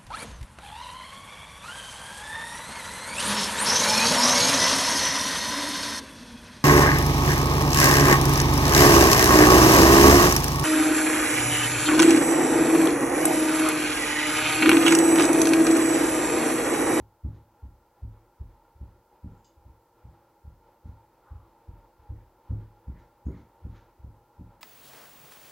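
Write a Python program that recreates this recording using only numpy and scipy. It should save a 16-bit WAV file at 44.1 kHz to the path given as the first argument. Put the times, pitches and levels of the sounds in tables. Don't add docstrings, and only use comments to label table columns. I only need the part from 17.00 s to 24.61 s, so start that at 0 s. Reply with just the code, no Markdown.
import sys
import numpy as np
from scipy import signal
from scipy.fft import rfft, irfft
from scipy.io import wavfile
from scipy.ndimage import uniform_filter1d

SR = 44100
rng = np.random.default_rng(int(sys.argv[2]) if len(sys.argv) > 2 else 0)


def put_to_file(sound):
    columns = np.atleast_2d(sound).T
    safe = np.clip(columns, -1, 1)
    whole_steps = np.round(safe * 32767)
    wavfile.write(sys.argv[1], SR, whole_steps.astype(np.int16))


N = 335601

# t/s, force/dB, contact half-width/s, sole delay/s, sole/dB re heel,
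# drive of the boom/dB, knock/dB re heel
STEPS = [(.008, -42.5, 0.0041, .014, -11.5, 4.5, -14), (.249, -28, 0.0037, .0133, 1.5, 8.5, -10.5),
         (.637, -36, 0.012, .0135, 1, 12.5, -12.5), (1.034, -32, 0.0066, .0176, -7.5, 5.5, -14.5),
         (1.412, -31.5, 0.0054, .02, -18, -4.5, -24), (1.814, -35, 0.005, .0157, -4.5, 1, -12.5),
         (2.246, -33, .003, .026, -4.5, 1, -5.5), (2.664, -44.5, 0.0056, .0336, -1.5, 4.5, -16),
         (3.053, -40.5, .0036, .0334, -2.5, 6, -32), (3.452, -42.5, 0.0043, .027, 3.5, -5, -21),
         (3.858, -36, 0.0038, .036, 1.5, -4, -13), (4.319, -36, 0.0061, .036, -1, -4, -20),
         (4.692, -36, 0.0049, .021, -4, -4, -26), (5.105, -31, 0.0056, .041, -10, 5.5, -18.5),
         (5.508, -24.5, 0.0042, .0266, -7.5, 6, -15.5), (5.883, -32, .004, .017, 0, -13, -13.5),
         (6.268, -24.5, 0.0024, .014, 0, 8.5, -4.5), (6.653, -30.5, 0.0041, .047, -10, 0, -10.5),
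         (7.046, -35.5, .0037, .031, -8, 2, -33), (7.396, -40, 0.0039, .023, 3, 6, -1)]
USUAL_DB, USUAL_CONTACT_S = -31.5, 0.0042


def footfalls(lowest_hz=33, shift_contact_s=0.006):
    # t/s, force/dB
    shifts = [(1.761, -50), (2.578, -52), (4.999, -52.5), (6.629, -49), (7.001, -47.5)]
    # f/Hz, coupling/dB re 1 per second, T60/s
    low_modes = [(42.3, 36.5, 0.5), (55, 20, 0.39), (65.6, 40.5, 0.23), (72.5, 32.5, 0.38),
                 (82.4, 43, 0.14), (121.8, 32, 0.48), (153.5, 39, 0.36), (174.5, 34, 0.28),
                 (187.7, 30, 0.41), (226, 34.5, 0.4), (258.6, 35.5, 0.35), (285, 36, 0.27),
                 (338, 33.5, 0.26), (386, 52.5, 0.3), (491, 42, 0.62)]
    boom_mode = [(106.6, 42.5, 0.38)]
    blows, booms = np.zeros((2, N))
    for s, force_db, contact_s, sole_s, sole_db, boom_db, knock_db in STEPS:
        at, t = around(s)
        heel = push(t, contact_s)
        sole = gain_of(sole_db) * push(t - sole_s, contact_s)
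        blow = gain_of(force_db) * (heel + sole + gain_of(knock_db) * knock(t))
        blows[at] += blow
        booms[at] += gain_of(boom_db) * blow
    for s, force_db in shifts:
        at, t = around(s)
        blow = gain_of(force_db) * push(t, shift_contact_s)
        blows[at] += blow
        booms[at] += blow
    paths = [(blows, ring(low_modes)), (booms, ring(boom_mode)), (blows, diffuse_tail())]
    sound = blows + sum(signal.fftconvolve(drive, response)[:N] for drive, response in paths)
    return signal.lfilter(*signal.butter(3, lowest_hz, "high", fs=SR), sound)


def push(t, contact_s, give=0.43, lead_s=0.0069, give_s=0.0048):
    weight, sag = t / contact_s, (t + lead_s) / give_s
    load_pulse = (1 - 3 * weight ** 2) / (1 + weight ** 2) ** 3
    sag_pulse = (1 - 2 * sag ** 2) * np.exp(-sag ** 2)
    return load_pulse - give * sag_pulse


def knock(t):
    # f/Hz, level/dB, time to peak/s
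    board = [(181.4, -3.5, .011), (242.1, -3, 0.01), (298.6, -8, .012)]
    age = np.maximum(t, 0)
    return sum(gain_of(db) * age / peak_s * np.exp(1 - age / peak_s) * np.cos(2 * np.pi * hz * t)
               for hz, db, peak_s in board)


def ring(modes, build_s=0.0068):
    t = np.arange(SR) / SR
    waves = sum(gain_of(db - 60 * t / t60) * np.cos(2 * np.pi * hz * t) for hz, db, t60 in modes)
    return waves * (1 - np.exp(-t / build_s)) / SR


def diffuse_tail():
    # f/Hz, level/dB
    spectrum = [(50, -19), (100, -13.5), (170, -11), (300, -18.5), (500, -16), (900, -16.5), (2000, -3)]
    # f/Hz, T60/s
    room_t60 = [(150, 0.61), (500, 0.32), (3000, 0.41), (8000, 0.26)]
    hz, t, bands = signal.stft(rng.standard_normal(SR // 2), SR, nperseg=512)
    t60 = read(room_t60, hz)[:, None]
    decay = gain_of(read(spectrum, hz)[:, None] - 60 * t / t60)
    unit_energy = np.sqrt(2 * np.log(1000) / (t60 * SR))
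    return signal.istft(bands * decay * unit_energy, SR, nperseg=512)[1]


def clatter(level_db=-56, db_per_force_db=1.29, db_per_halving=3,
            rise_s=0.0042, t60=0.58, early_s=0.0066, sole_share=0.37):
    # f/Hz, relative level/dB
    spectrum = [(120, -24.5), (190, -6), (255, 2), (335, 0), (375, -1.5), (420, -11), (475, -6.5),
                (600, -14.5), (780, -21.5), (1200, -24), (2500, -51.5)]
    t, hz = axes()
    power = np.zeros(N)
    for s, force_db, contact_s, sole_s, sole_db, *_ in STEPS:
        halvings = np.log2(USUAL_CONTACT_S / contact_s)
        db = level_db + db_per_force_db * (force_db - USUAL_DB) + db_per_halving * halvings
        for lands_s, share in [(s, 1), (s + sole_s, sole_share * gain_of(sole_db))]:
            age = np.maximum(t - lands_s + early_s, 0)
            power += (share * gain_of(db - 60 * age / t60) * (1 - np.exp(-age / rise_s))) ** 2
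    return np.sqrt(power) * evened(noise(gain_of(read(spectrum, hz))))


def rustles(trail_db=-75.5, delay_s=0.108, grain_db=1.0, side_db=-25):
    # f/Hz, relative level/dB
    spectrum = [(400, -18.5), (1000, 12), (2100, -0.5), (2800, -6), (3700, -1.5), (5200, -5.5), (6600, 1),
                (8000, -13), (12000, -38)]
    # peak t/s, level/dB, centre f/Hz, spread/octaves
    rubs = [(.35, -74, 2590, .9), (3.875, -78, 3000, 0.89), (4.285, -60.5, 1260, .25),
            (4.42, -65.5, 1100, 0.2), (5.175, -76, 1850, .25), (5.97, -68, 1950, 0.21),
            (6.005, -77, 3200, .8), (6.345, -68.5, 2060, 0.16), (6.375, -73.5, 3200, 0.73),
            (6.765, -63, 2220, 0.89)]
    _, hz = axes()
    roughness = evened(uniform_filter1d(rng.standard_normal(N), size=200))
    grain = evened(gain_of(grain_db * roughness))
    colour = gain_of(read(spectrum, hz))
    trail = sum(gain_of(trail_db + force_db - USUAL_DB) * swell(s + delay_s, rise_s=0.065, fall_s=0.064)
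                for s, force_db, *_ in STEPS)
    out = trail * stereo_noise(colour * hump(hz, centre_hz=1740, octaves=0.93), side_db)
    for s, db, centre_hz, octaves in rubs:
        envelope = gain_of(db) * swell(s, rise_s=0.035, fall_s=0.065)
        out += envelope * stereo_noise(colour * hump(hz, centre_hz, octaves), side_db)
    return out * grain


def ticks(fade_s=0.061, hold=1.5, snap_db=-2, snap_s=0.001, top_hz=7900):
    # t/s, level/dB, centre f/Hz, spread/octaves
    events = [(2.314, -87, 7400, .15), (2.378, -81, 7400, .25), (2.444, -66.5, 6500, 0.91),
              (6.257, -75.5, 6770, 0.049)]
    # f/Hz, width/Hz, relative level/dB
    modes = [(2950, 160, 8), (3540, 160, 5), (4150, 520, -8), (4860, 170, 5), (5300, 500, -8.5),
             (6550, 610, 0.5), (7400, 400, 2)]
    t, hz = axes()
    colour = np.sqrt(peaks(modes, hz)) / (1 + (hz / top_hz) ** 30)
    out = np.zeros((2, N))
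    for s, db, centre_hz, octaves in events:
        age = np.maximum(t - s, 0)
        snap = gain_of(snap_db) * np.exp(-age / snap_s)
        tail = np.exp(-(age / fade_s) ** hold)
        ringing = stereo_noise(colour * hump(hz, centre_hz, octaves), side_db=-17)
        out += gain_of(db) * (t >= s) * (snap + tail) * ringing
    return out


def hum(waver_db=1.24, offset_db=0.5):
    # f/Hz, relative spectral density/dB
    bed = [(20, -35.5), (40, -16.5), (75, -21.5), (150, -24.5), (270, -22.5), (420, -24.5), (530, -18),
           (660, -24.5), (980, -17), (1130, -28), (1600, -33), (2500, -39), (5000, -48), (9000, -68.5)]
    # f/Hz, width/Hz, relative level/dB
    resonances = [(40.3, 3.8, -15.5), (113, 16, -14.5), (335.2, 20.4, -10.5), (368, 12, -13.5),
                  (466, 18, -13), (501, 37, -18), (570.6, 24, -15), (828.2, 25, -8.5), (854, 9.5, -14),
                  (907.8, 21.6, -8.5), (986, 27, -24), (1295, 50, -25), (1382.5, 39, -19)]
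    # t/s, level/dB
    drift = [(0, -68), (.5, -65), (4.0, -64), (4.45, -62.7), (6.5, -63.5), (7.6, -62.5)]
    t, hz = axes()
    colour = np.sqrt(gain_of(read(bed, hz)) ** 2 + peaks(resonances, hz))
    band = (hz > 450) & (hz < 1500)
    air = noise(colour / np.sqrt(np.mean((colour * band) ** 2)))
    waver = evened(sum(np.sin(2 * np.pi * (f * t + rng.random())) for f in np.geomspace(0.5, 8, 20)))
    return air * gain_of(offset_db + np.interp(t, *np.transpose(drift)) + waver_db * waver)


def hiss(level_db=-76.0):
    # f/Hz, relative spectral density/dB
    spectrum = [(500, -42.5), (2000, -53.5), (4500, -39.5), (7000, -41), (9200, -42.5), (12500, -39),
                (15500, -39.5)]
    # f/Hz, centred share of the power
    likeness = [(2000, 0.084), (8000, .08), (12000, 0.24), (16000, 1)]
    _, hz = axes()
    colour, share = gain_of(read(spectrum, hz)), read(likeness, hz)
    wide = np.array([noise(colour * np.sqrt(1 - share)) for _ in range(2)])
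    centred = noise(colour * np.sqrt(share))
    return gain_of(level_db) * evened(centred + wide)


def axes():
    return np.arange(N) / SR, np.fft.rfftfreq(N, 1 / SR)


def around(s):
    at = np.arange(max(0, int(s * SR) - SR // 10), min(N, int(s * SR) + SR // 4))
    return at, at / SR - s


def swell(peak_s, rise_s, fall_s):
    t = np.arange(N) / SR - peak_s
    return np.exp(-np.maximum(-t / rise_s, t / fall_s))


def gain_of(db):
    return 10 ** (np.asarray(db) / 20)


def evened(x):
    return x / np.sqrt(np.mean(x ** 2) + 1e-30)


def read(points, hz):
    f, value = np.transpose(points)
    return np.interp(np.log(hz + 1), np.log(f + 1), value)


def peaks(table, hz):
    return sum(gain_of(db) ** 2 / (1 + (2 * (hz - f) / width) ** 2) ** 1.52 for f, width, db in table)


def hump(hz, centre_hz, octaves):
    return np.exp(-0.5 * (np.log2((hz + 1) / centre_hz) / octaves) ** 2)


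def noise(colour):
    return irfft(rfft(rng.standard_normal(N)) * colour, N)


def stereo_noise(colour, side_db):
    _, hz = axes()
    mid = noise(colour)
    side = noise(colour * gain_of(side_db) * hz ** 2 / (hz ** 2 + 4000 ** 2))
    return evened(np.array([mid + side, mid - side]))


def scene():
    return footfalls() + clatter() + rustles() + ticks() + hum() + hiss()


def record(dry):
    low_pass = signal.firwin(511, 15900, window=("kaiser", 9), fs=SR)
    return signal.oaconvolve(dry, low_pass[None], "same")


dry = scene()
out = record(dry)
put_to_file(out)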